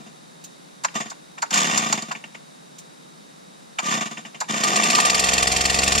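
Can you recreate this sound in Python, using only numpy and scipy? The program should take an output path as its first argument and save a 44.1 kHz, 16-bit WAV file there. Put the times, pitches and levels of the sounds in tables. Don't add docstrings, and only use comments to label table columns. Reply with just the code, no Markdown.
import sys
import numpy as np
from scipy.fft import rfft, irfft, next_fast_len
from scipy.io import wavfile
from scipy.ndimage import uniform_filter1d

SR = 44100
rng = np.random.default_rng(int(sys.argv[2]) if len(sys.argv) > 2 else 0)


def unload_audio(sound):
    columns = np.transpose(np.atleast_2d(sound))
    steps = np.round(np.clip(columns, -1, 1) * 32767)
    wavfile.write(sys.argv[1], SR, steps.astype(np.int16))


N = 264600
TIME = np.arange(N) / SR
FFT_SIZE = next_fast_len(N + SR // 2, True)
FREQS = np.maximum(np.fft.rfftfreq(FFT_SIZE, 1 / SR), 1)


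def from_db(db):
    return 10 ** (np.asarray(db) / 20)


def rms_one(x):
    return x / np.sqrt(np.mean(np.abs(x) ** 2) + 1e-20)


def over_hz(points):
    hz, value = np.transpose(points)
    return np.interp(np.log(FREQS), np.log(np.sort(hz)), value)


def resonances(modes, plain_db):
    peaks = sum(from_db(db) ** 2 / (1 + ((FREQS - hz) / (width / 2)) ** 2) for hz, width, db in modes)
    return np.sqrt(peaks + from_db(plain_db) ** 2)


def through(x, response):
    return irfft(rfft(x, FFT_SIZE) * response, FFT_SIZE)[..., :N]


def colour(x, eq, body=1):
    gain = rms_one(from_db(over_hz(eq)) * body)
    cepstrum = irfft(np.log(gain + 1e-6), FFT_SIZE)
    cepstrum[1:FFT_SIZE // 2] *= 2
    cepstrum[FFT_SIZE // 2 + 1:] = 0
    return through(x, np.exp(rfft(cepstrum)))


def puffs(times, levels_db, puff_s=.015):
    out = np.zeros(N)
    inside = (times >= 0) & (times < (N - 1) / SR)
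    out[(times[inside] * SR).astype(int)] = (from_db(levels_db) * np.sqrt(puff_s * SR))[inside]
    return out


def bursts(times, levels_db, rise_ms):
    power, age_ms = np.zeros(N), np.arange(SR // 10) / SR * 1000
    for s, db, rise in zip(times, levels_db, np.broadcast_to(rise_ms, len(times))):
        start = int(np.clip(s * SR, 0, N))
        rises = age_ms / max(rise, .3)
        envelope = from_db(db) * rises * np.exp(1 - rises)
        power[start:start + len(envelope)] += envelope[:N - start] ** 2
    return np.sqrt(power) * rng.standard_normal((2, N))


def uneven(times, spread):
    return spread * rng.standard_normal(len(times))


# frequency in Hz, relative level in dB.
HUSH_EQ = [(76, -55), (130, -4.5), (153, -1.5), (206, -6), (242, -7), (383, -13.5), (571, -15.5),
           (619, -17), (1820, -21), (2360, -23), (3820, -24), (4480, -21), (10200, -28.5), (13700, -45.5),
           (15500, -40)]
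# frequency in Hz, side over mid in dB.
HUSH_WIDTH = [(60, -4), (110, -1), (200, -1.5), (380, 4.5), (700, 9), (1290, 6.5), (2380, 0.5), (4400, -8),
              (8120, 4), (15000, -4)]


def outdoors(hush_db=-50.5, trill_db=-60.5, trill_hz=3775, low_cut_hz=144.7, rumble_db=-80.5):
    low_cut = 1 / np.sqrt(1 + (low_cut_hz / FREQS) ** 20)
    hush = from_db(hush_db) * rms_one(from_db(over_hz(HUSH_EQ)) * low_cut)
    trill = from_db(trill_db) * rms_one(1 / (1 + ((FREQS - trill_hz) / 170) ** 2))
    rumble = from_db(rumble_db) * rms_one(1 / (1 + (FREQS / low_cut_hz) ** 2))
    mid, side = through(rng.standard_normal((2, N)), np.sqrt(hush ** 2 + trill ** 2 + rumble ** 2))
    side = through(side, from_db(over_hz(HUSH_WIDTH)))
    return np.array([mid + side, mid - side])


def pull_turns(pull):
    start, turns, driven, first, let_go, loss = pull[:6]
    turn = np.arange(turns)
    coasting = (1 - loss) ** np.maximum(turn - driven, 0)
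    speed = np.interp(turn, [0, driven], [first, let_go]) * coasting
    return start + np.cumsum(1 / speed) - 1 / speed, speed


def grip_db(pull, t, rope_lead_s=.017):
    start, take_up_s, level_db = pull[0], pull[6], pull[7]
    return level_db + 20 * np.log10(np.clip((t - start + rope_lead_s) / take_up_s, 1e-6, 1))


# start in seconds, turns in all, turns driven by the rope, first and
# let-go speeds in turns/s, share of speed lost per coasting turn, take-up in seconds, trim in dB.
PULLS = [(.002, 2, 1, 16, 14, .2, 0.023, -12), (.956, 3, 1, 20.9, 18.3, 0.28, 0.0042, 2.5),
         (1.518, 21, 14, 42, 25, .18, 0.073, 0), (3.832, 12, 4, 38.69, 31.61, .167, 0.11, 0.5),
         (4.495, 4, 3, 27.8, 29.6, 0.023, 0.018, 0.5)]
# frequency in Hz, gain in dB.
PUFF_EQ = [(60, -66.5), (105, -37), (125, -13.5), (145, -5.5), (180, 0), (222, 5), (260, -5.5), (320, -4.5),
           (400, -5.5), (600, -28.5), (1200, -63)]
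MUFFLER_EQ = [(250, -22.5), (400, 14.5), (540, -24), (600, -7), (650, 11.5), (760, 6.5), (860, -15),
              (1000, -4), (1200, -1), (1310, -10), (1450, -1), (1800, -27), (3000, -29)]
RATTLE_EQ = [(290, -58.5), (500, -0.5), (657, -4.5), (968, -1.5), (1180, -2.5), (1310, -33.5), (1850, -6.5),
             (3330, -6.5), (3580, -7.5), (4020, -6), (6180, -2.5), (6830, -1), (8120, -11), (12700, -26),
             (15500, -33)]
# frequency in Hz, width in Hz, peak gain in dB.
CASING_MODES = [(724, 56, -4), (1195, 11, -2), (1457, 45, 13.5), (1823, 110, 1), (2340, 210, -3),
                (2801, 78, 0.5), (3127, 93, -3.5), (3560, 76, 1), (5050, 85, -7.5), (6680, 52, -4.5),
                (7200, 31, -2.5), (8600, 100, -26)]


def cranking(puff_db=-30, intake_db=-8.5, muffler_db=-35.5, rattle_db=-29, rebound_db=-33):
    brisk_speed, rebound_speed = 22.66, 13
    rows = []
    for pull in PULLS:
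        times, speeds = pull_turns(pull)
        rows.append([times, speeds, grip_db(pull, times)])
    s, speed, grip = np.hstack(rows)
    s = s + (speed > brisk_speed) * uneven(s, .0022)
    force = -13.5 * np.maximum(np.log2(brisk_speed / speed), 0)
    puff = force + grip / 2 + uneven(s, .3)
    rattle = force + grip + uneven(s, 2)
    intake_s = s + np.minimum(.42 / speed, .0135)

    def ports_open(db):
        return puffs(s, db) + puffs(intake_s, db + intake_db + uneven(s, 4))

    thump = colour(ports_open(puff + puff_db), PUFF_EQ)
    ring = colour(ports_open((puff + rattle) / 2 + muffler_db), MUFFLER_EQ)
    jolts = bursts(s - .0052, rattle + rattle_db, rise_ms=8.7)
    shake = colour(jolts, RATTLE_EQ, resonances(CASING_MODES, plain_db=-18))
    slow_s = s[speed < rebound_speed]
    rebounds = bursts(slow_s - .00855, rebound_db + uneven(slow_s, .5), rise_ms=3.4)
    rebound_eq = [(120, -70), (400, -6), (900, 4.5), (1400, -20), (2000, 3), (2800, 7.5), (3600, -13),
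                  (7000, -12), (12000, -35)]
    clink = colour(rebounds, rebound_eq, resonances(CASING_MODES, plain_db=-8))
    return thump + ring + shake + clink


def pull_motion(level_db=-26, at_turns_per_s=34.6, db_per_doubling=18.5):
    level = np.zeros(N)
    for pull in PULLS:
        s, speed = pull_turns(pull)
        doublings = np.log2(np.interp(TIME, s, speed) / at_turns_per_s)
        turning = TIME < s[-1] + 1 / speed[-1]
        level += from_db(level_db + db_per_doubling * doublings + grip_db(pull, TIME)) * turning
    return level


def chatter(spread_db, hold_ms):
    wander = rms_one(uniform_filter1d(rng.standard_normal(N), size=int(hold_ms * SR / 1000)))
    return rms_one(from_db(spread_db * np.clip(wander, -2, 2)))


def whirr(catch_db=-27, flare_db=-24, idle_db=-30):
    engine_db = np.interp(TIME - CATCH_S, [0, .23, 1.21], [catch_db, flare_db, idle_db])
    level = pull_motion() + RUNNING * from_db(engine_db)
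    rubbing = level * chatter(spread_db=4, hold_ms=4) * rng.standard_normal((2, N))
    return colour(rubbing, RATTLE_EQ, resonances(CASING_MODES, plain_db=-14.5))


def ratchet(ticks_per_s=80):
    at = np.nonzero(rng.random(N) < ticks_per_s / SR)[0]
    db = 20 * np.log10(pull_motion() + 1e-9) + rng.uniform(-4, 4, N)
    tick_eq = [(200, -55), (900, -27), (2000, -1.5), (4000, 0), (7200, -1), (8500, -11), (14000, -26)]
    return colour(bursts(at / SR, db[at], rise_ms=.99), tick_eq)


def housing_ring(pull_db=-11, catch_db=-33, idle_db=-47, ring_hz=1195.4, half_width_hz=12):
    engine_db = np.interp(TIME - CATCH_S, [.44, .82], [catch_db, idle_db])
    level = from_db(pull_db) * pull_motion() + RUNNING * from_db(engine_db)
    mode = rms_one(1 / (1 + ((FREQS - ring_hz) / half_width_hz) ** 2))
    return level * through(rng.standard_normal(N), mode)


# start in seconds, level in dB.
CLICKS = [(0.438, -39), (2.782, -40.5)]
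# frequency in Hz, gain in dB.
CLICK_EQ = [(200, -55), (1200, -22), (3000, -1.5), (5000, -3), (6800, 5.5), (8500, -6), (12000, -15),
            (15000, -12)]


def handling():
    s, db = np.transpose(CLICKS)
    return colour(bursts(s, db, rise_ms=6.7), CLICK_EQ)


# start in seconds, knock, clink and tick levels
# in dB before each layer's trim, rise of the clink in ms, delay of the knock in ms.
CLACKS = [(0.835, -32, -37, -33, 3, 0), (.846, -13.5, -27, -25, 2.2, -1),
          (1.098, -34.5, -53, -36, 3.4, 11.5), (1.379, -36.5, -32, -46, 3.1, -3),
          (1.419, -20, -30.5, -28.5, 3.2, 4.5), (1.506, -26, -25.5, -28, 1.9, 4.5),
          (1.538, -49, -18.5, -19.5, 2.6, 0), (1.555, -44, -30, -26.5, 3.1, 0),
          (1.573, -33, -21, -22, 2.8, -11), (1.774, -25, -20.5, -17, 2.2, 1),
          (1.925, -16.5, -22, -18.5, 1.85, 0.5), (2.021, -53, -46, -30.5, 1.4, -3),
          (2.112, -26, -28.5, -35.5, 3.8, -3.5), (3.785, -23.5, -19, -30, 3.65, 0.5),
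          (4.402, -23, -35.5, -28.5, 3.7, 7.5), (4.98, -12.5, -38, -27, 1.6, 3.5)]
# frequency in Hz, gain in dB.
CLACK_EQS = [
    [(200, -64), (480, -16), (680, 1), (1000, 6), (1250, -3.5), (1500, -1.5), (2400, -9.5), (5000, -50)],
    [(600, -63), (1300, -20), (1800, -4.5), (2600, 2.5), (3200, -2), (4500, -19), (9000, -87)],
    [(1500, -99), (3200, -8.5), (4500, 5), (6200, 0.5), (7100, 10), (8200, -10.5), (11000, -14),
     (15000, -30)],
]


def clacks(bounce_s=.0377):
    s, knock_db, clink_db, tick_db, rise_ms, delay_ms = np.transpose(CLACKS)
    knock_eq, clink_eq, tick_eq = CLACK_EQS
    knock = colour(bursts(s + delay_ms / 1000, knock_db - 4, rise_ms * 1.84), knock_eq)
    strike = bursts(s, clink_db - 1, rise_ms)
    bounce = bursts(s + bounce_s, knock_db - 23, rise_ms)
    clink = colour(strike + bounce, clink_eq, resonances(CASING_MODES, plain_db=-36))
    tick = colour(bursts(s, tick_db + 1.5, rise_ms * 1.64), tick_eq)
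    return knock + clink + tick


# start in seconds, bang level in dB, most turns until the next firing.
COUGHS = [(4.636, -14.5, 6), (4.759, -14.5, 4), (4.834, -15.5, 4), (4.902, -13.5, 3), (4.951, -13, 3),
          (5.001, -13.5, 3), (5.952, -15.5, 2), (5.979, -15, 3)]
CATCH_S = COUGHS[0][0]
RUNNING = TIME >= CATCH_S
IDLE_TURNS_PER_S, TURNS_PER_FIRING = 62.98, 3
SETTLE_START_S, SETTLE_S = 4.93, .49


def firings(idle_start_s=5.051, idle_count=20, idle_db=-13.5):
    speed = IDLE_TURNS_PER_S + .284 * np.arange(idle_count)
    gaps = TURNS_PER_FIRING / speed
    even = [(s, idle_db, TURNS_PER_FIRING) for s in idle_start_s + np.cumsum(gaps) - gaps]
    return np.transpose(sorted(even + [tuple(row) for row in COUGHS]))


def settled(t):
    return np.clip((t - SETTLE_START_S) / SETTLE_S, 0, 1)


def boom_db_at(t, faded_in_db=-41.5, growth_db_per_s=5.5):
    fade_db = 20 * np.log10(settled(t) + 1e-3)
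    return faded_in_db + fade_db + growth_db_per_s * (t - SETTLE_START_S - SETTLE_S)


# frequency in Hz, gain in dB.
THUD_EQ = [(15, -8), (45, 2), (66, 3), (95, 5), (130, -4), (200, -1), (400, -49.5)]
CRACK_EQ = [(590, -33), (1000, -9), (1170, 6.5), (1290, -9), (1620, -5), (1940, 4.5), (2710, -4), (3330, 2),
            (4290, 4.5), (6190, -3), (7440, -3.5), (12800, -14), (15500, -54)]
# frequency in Hz, width in Hz, peak gain in dB.
MUFFLER_MODES = [(1216, 42, -7.5), (1470, 170, -8), (1880, 150, -2.5), (2438, 55, 3.5), (2670, 160, 7.5),
                 (3195, 61, 1), (3640, 120, -8.5), (4390, 115, -2), (4700, 42, -1.5), (5260, 530, -5),
                 (5590, 45, -3), (5500, 26, 6), (6990, 260, 2.5), (7500, 130, 1.5), (8630, 66, -1)]


def bangs(thud_db=4, crack_db=-2, jet_db=-9):
    s, db, _ = firings()
    db = db + uneven(s, .5)
    brightness_db = uneven(s, 1.5)
    thud = colour(puffs(s - .001, boom_db_at(s) + thud_db), THUD_EQ)
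    blast = bursts(s - .0021, db + crack_db - brightness_db / 2, rise_ms=3.2)
    crack = colour(blast, CRACK_EQ, resonances(MUFFLER_MODES, plain_db=-17.5))
    jet_eq = [(1500, -43), (3000, -.5), (4500, 2), (7300, 2.5), (9000, -.5), (11500, -13), (15000, -21.5)]
    jet = colour(bursts(s + .0011, db + jet_db + brightness_db, rise_ms=4.1), jet_eq)
    return thud + crack + jet


def crank_turns():
    fired, _, most_turns = firings()
    gaps = np.append(np.diff(fired), TURNS_PER_FIRING / IDLE_TURNS_PER_S)
    turns = np.round(np.minimum(most_turns, gaps * IDLE_TURNS_PER_S))
    turns = np.maximum(turns, 1).astype(int)
    return np.concatenate([s + gap * np.arange(n) / n for s, gap, n in zip(fired, gaps, turns)])


# frequency in Hz, gain in dB.
EXHAUST_EQ = [(180, -34), (300, -5), (371, -41), (442, 2), (516, -5.5), (568, -5), (606, -6.5), (638, 1),
              (721, 7.5), (831, -7), (1030, -16), (1180, -23), (1240, -30), (1290, -43), (1400, -8.5),
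              (1820, -67), (3080, -120)]


def idle(puff_db=-37.5, rush_db=-35.5, exhaust_db=-31.5, slap_db=-31, port_jitter_s=.00025):
    s = crank_turns()
    angle = 2 * np.pi * np.interp(TIME, s, np.arange(len(s)))
    harmonics = np.cos(angle) + from_db(-9) * np.cos(2 * angle)
    drone = np.sqrt(2) * RUNNING * from_db(boom_db_at(TIME) + 1.5) * harmonics
    accent_db = uneven(s, .8)
    gulp_s, gulp_db = s + .00837, -32 - 21 * settled(s)
    gulp = (puffs(gulp_s, gulp_db) + bursts(gulp_s, gulp_db, rise_ms=5.7)) / np.sqrt(2)
    thump = colour(puffs(s - .001, puff_db + accent_db) + gulp, PUFF_EQ)
    rush = gas_rush(s, rush_db + accent_db)
    ring = colour(puffs(s + uneven(s, port_jitter_s), exhaust_db + accent_db), EXHAUST_EQ)
    piston = bursts(s - .003, slap_db + uneven(s, 3.5), rise_ms=6.3)
    slap = colour(piston, CRACK_EQ, resonances(MUFFLER_MODES, plain_db=-8))
    return drone + thump + rush + ring + slap


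# frequency in Hz, gain in dB.
RUSH_EQ = [(90, -27), (160, -0.5), (300, -4), (480, 0), (620, -9), (1000, -21), (1500, -38)]


def gas_rush(times, levels_db):
    return colour(bursts(times, levels_db, rise_ms=4.2), RUSH_EQ)


# frequency in Hz, signed ratio of side to mid.
GRADIENT_SIDE = [(200, -.08), (500, .25), (680, .1), (850, .8), (1050, 1.1), (1200, 2.8), (1270, 3.2),
                 (1330, -2.8), (1500, -1.7), (1900, -.8), (2400, -.05), (5200, .15), (6600, .1),
                 (7800, -.8), (10000, -.05)]
# frequency in Hz, side over mid in dB.
SCATTER_SIDE = [(100, -14), (300, -21), (700, -13.5), (1400, -1), (2200, -4.5), (4000, -14), (6000, -2),
                (14000, -0.5)]
# frequency in Hz, left over right in dB.
BALANCE = [(60, -4), (110, 0.5), (200, -0.5), (380, 4), (700, -0.5), (1290, -0.5), (2380, 1.0), (4400, -1),
           (8120, -1.0), (15000, -4)]


def microphone_ports(saw, near_t60_s=.027, trees_db=-13, trees_low_hz=850, trees_t60_s=.36):
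    mid, scattered = saw
    gradient = through(mid, 1j * over_hz(GRADIENT_SIDE))
    side = gradient + through(scattered, from_db(over_hz(SCATTER_SIDE)) * echoes(near_t60_s))
    thin = from_db(trees_db) / np.sqrt(1 + (trees_low_hz / FREQS) ** 4)
    tail = through(mid, thin * np.array([echoes(trees_t60_s), echoes(trees_t60_s)]))
    pair = np.array([mid + side, mid - side]) + tail
    return through(pair, from_db(over_hz(BALANCE) / 2 * np.array([[1], [-1]])))


def echoes(t60_s):
    age = TIME[:SR // 2]
    return rms_one(rfft(rng.standard_normal(len(age)) * from_db(-60 * age / t60_s), FFT_SIZE))


def scene():
    saw = cranking() + whirr() + ratchet() + clacks() + handling() + housing_ring() + idle() + bangs()
    return microphone_ports(saw) + outdoors()


def record(dry, ceiling=.9, cutoff_hz=15350):
    rounded = ceiling * np.tanh(dry / ceiling)
    return through(rounded, 1 / np.sqrt(1 + (FREQS / cutoff_hz) ** 160))


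dry = scene()
out = record(dry)
unload_audio(out)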